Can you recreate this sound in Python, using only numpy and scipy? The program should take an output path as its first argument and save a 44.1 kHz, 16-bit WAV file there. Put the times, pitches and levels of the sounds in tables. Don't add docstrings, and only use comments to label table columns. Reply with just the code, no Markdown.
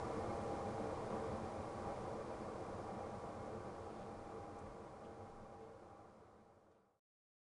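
import sys
import numpy as np
from scipy import signal
from scipy.fft import rfft, irfft, next_fast_len
from scipy.io import wavfile

SR = 44100
rng = np.random.default_rng(int(sys.argv[2]) if len(sys.argv) > 2 else 0)


def wrap_up_sound(samples):
    columns = np.atleast_2d(samples).T
    tamed = np.clip(columns, -1, 1)
    steps = np.round(tamed * 32767).astype(np.int16)
    wavfile.write(sys.argv[1], SR, steps)


N = 328545
T = np.arange(N) / SR
SIZE = next_fast_len(N)
FREQS = np.maximum(np.arange(SIZE // 2 + 1) * SR / SIZE, 1)
FAN_SHARE = 1 / (1 + (FREQS / 2500) ** 4)
TURN_ASIDE, TURN_TO_MIC = (3.3, .5), (5.9, .07)


# (frequency [Hz], base level [dB/Hz])
RUSH_CURVE = [(20, -80), (38, -83), (70, -77), (260, -81), (375, -78.5), (550, -74), (880, -82.5),
              (1200, -82), (1420, -86.5), (1590, -94.5), (1780, -92.5), (2250, -99), (2800, -102.6),
              (4600, -104.1), (7000, -106.4), (8600, -108.9), (10000, -109.7)]
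# (centre [Hz], width [Hz], base peak level [dB/Hz])
ROOM_RESONANCES = [(87.8, 11, -69), (104.8, 22, -71.5), (130.5, 8.3, -75), (200.4, 37, -71.5),
                   (219.5, 7, -68), (311.7, 28.5, -72), (351.4, 9.8, -69), (425, 13, -71.5),
                   (447.5, 12, -69), (483, 26, -71.5), (533, 17, -69.5), (572, 12, -72), (618.4, 14, -73.5),
                   (653, 8, -72.5), (690, 6.3, -72), (726, 10, -77), (764, 30, -73), (813.5, 15, -73.5),
                   (862, 7.6, -81), (964, 50, -77.5), (1028, 20, -79.5), (1082, 18, -81), (1150, 46, -77.5),
                   (1539, 24, -86.5), (1635, 34, -92.5), (4900, 100, -107.5), (5350, 67, -108)]
def rush_power():
    hz, db = np.transpose(RUSH_CURVE)
    broad_db = np.interp(np.log(FREQS), np.log(hz), db)
    return undb(broad_db) ** 2 + ringing(ROOM_RESONANCES)


def airflow(clear_db=2, shade_db=-2.5, facing_db=1.5, lull_db=-.5, flutter_db=.51):
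    power = rush_power() * FAN_SHARE
    shaded_band = resonance(hz=1393, width_hz=270)
    in_the_way = 1 - move(*TURN_ASIDE)
    band_db = clear_db + shade_db * in_the_way + facing_db * move(*TURN_TO_MIC)
    shaded = noise(power * shaded_band) * undb(band_db)
    unshaded = noise(power * (1 - shaded_band))
    rush_swell_db, _ = swells()
    flow = undb(lull_db + rush_swell_db + flutter_db * walk(5))
    return (unshaded + shaded + grille()) * flow


# (centre [Hz], width [Hz], base peak level [dB/Hz])
GRILLE_RESONANCES = [(2151, 42, -90.5), (2388, 46, -92.5)]
def grille(facing_db=-1.5):
    return noise(ringing(GRILLE_RESONANCES)) * undb(facing_db * move(*TURN_TO_MIC))


# (time [s], half-width [s], rush gain [dB], drone gain [dB])
AIR_SWELLS = [(0.214, 0.055, 1, 4), (0.885, 0.051, 0.5, 10), (1.26, 0.037, 0.7, 11), (1.89, 0.04, 1.7, -6),
              (4.37, 0.024, 0.5, 9.5), (5.12, 0.031, 0, 12), (5.624, 0.048, 0.5, 14.5)]
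def swells():
    return sum(np.outer([rush_db, drone_db], bell(at_s, half_s))
               for at_s, half_s, rush_db, drone_db in AIR_SWELLS)


# (time [s], level [dB])
WHINE_CURVE = [(0, -63), (.4, -53), (1.1, -55.5), (1.4, -60), (1.9, -54.5), (2.75, -60), (3.0, -52.5),
               (3.3, -56.5), (3.9, -59.5), (4.4, -51), (4.85, -57.5), (5.25, -51), (5.65, -52), (5.75, -59),
               (5.92, -51.5), (6.2, -65), (6.45, -55)]
def motor_whine(hz=805.4, wander_hz=1.75, waver_db=1.8):
    level_db = np.interp(T, *np.transpose(WHINE_CURVE)) + waver_db * walk(6.5)
    return undb(level_db) * tone(hz + wander_hz * walk(3.47))


def motor_drone(hz=451, base_db=-59, wander_hz=2.4, waver_db=2.5):
    _, drone_swell_db = swells()
    level_db = base_db + drone_swell_db + waver_db * walk(4.6)
    return undb(level_db) * tone(hz + wander_hz * walk(5.5))


def motor_hum(hz=120.5, db=-66):
    return undb(db) * tone(hz)


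# (time [s], level [dB], ring [Hz], width [Hz], 60 dB decay time [s])
HAND_TICKS = [(4.586, -57.5, 7200, 2600, .055), (4.66, -57.5, 2200, 700, 0.089),
              (5.046, -57.5, 3020, 620, 0.1), (6.712, -59, 4000, 6000, 0.13)]
def ticks(crack_db=-19, rise_s=.0034):
    crack_power = undb(crack_db) ** 2 * resonance(hz=7500, width_hz=8000)
    out = np.zeros(N)
    for start_s, db, hz, width_hz, t60 in HAND_TICKS:
        ring = noise(resonance(hz, width_hz) + crack_power)
        age = np.maximum(T - start_s, 0)
        envelope = np.minimum(age / rise_s, 1) * undb(-60 * age / t60)
        out += undb(db) * ring / ring.std() * envelope
    return out


# (time [s], level [dB], frequency [Hz], half-width [s])
BODY_BUMPS = [(4.22, -56, 26, .06), (4.69, -52, 42, 0.028), (5.225, -47.5, 98, 0.017),
              (5.382, -49.5, 22, 0.069)]
def bumps():
    return sum(undb(db) * np.sqrt(2) * bell(at_s, half_s) * np.sin(2 * np.pi * hz * (T - at_s))
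               for at_s, db, hz, half_s in BODY_BUMPS)


# (time [s], half-width [s], level [dB])
HAIR_STROKES = [(1.08, 0.11, -72), (3.883, .06, -72), (4.02, .05, -67), (5.63, .05, -69), (6.77, .04, -64)]
def rustles(grain_db=2, grain_rate=60):
    rub = noise(resonance(hz=2400, width_hz=2600)) * undb(grain_db * walk(grain_rate))
    strokes = sum(undb(db) * bell(at_s, half_s) for at_s, half_s, db in HAIR_STROKES)
    return rub / rub.std() * strokes


def mic_noise(whistle_db=-102.5):
    hiss = noise(rush_power() * (1 - FAN_SHARE))
    whistle = noise(undb(whistle_db) ** 2 * resonance(hz=8122, width_hz=10))
    return hiss + whistle


def undb(db):
    return 10 ** (np.asarray(db) / 20)


def noise(power):
    return irfft(rfft(rng.standard_normal(SIZE)) * np.sqrt(power * SR / 2), SIZE)[:N]


def resonance(hz, width_hz):
    return (1 + (np.sqrt(2) - 1) * (2 * (FREQS - hz) / width_hz) ** 2) ** -2


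def ringing(table):
    return sum(undb(peak_db) ** 2 * resonance(hz, width_hz) for hz, width_hz, peak_db in table)


def walk(rate):
    drift = noise(resonance(0, 2 * rate))
    return (drift - drift.mean()) / drift.std()


def move(at_s, over_s):
    return 1 / (1 + np.exp((at_s - T) / over_s))


def bell(at_s, half_s):
    return np.exp(-((T - at_s) / half_s) ** 2 / 2)


def tone(hz):
    return np.sqrt(2) * np.sin(2 * np.pi * np.cumsum(hz * np.ones(N)) / SR)


def scene():
    fan = airflow() + motor_whine() + motor_drone() + motor_hum()
    handling = ticks() + bumps() + rustles()
    return (fan + handling + mic_noise())[None]


def record(dry, fade_end_s=7.04, stop_s=6.995, floor_db=-98, top_hz=10320):
    faded = dry * (1 - T / fade_end_s) + undb(floor_db) * rng.standard_normal(N)
    lowpass = signal.butter(28, top_hz, fs=SR, output="sos")
    return signal.sosfilt(lowpass, faded * (T < stop_s))


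dry = scene()
out = record(dry)
wrap_up_sound(out)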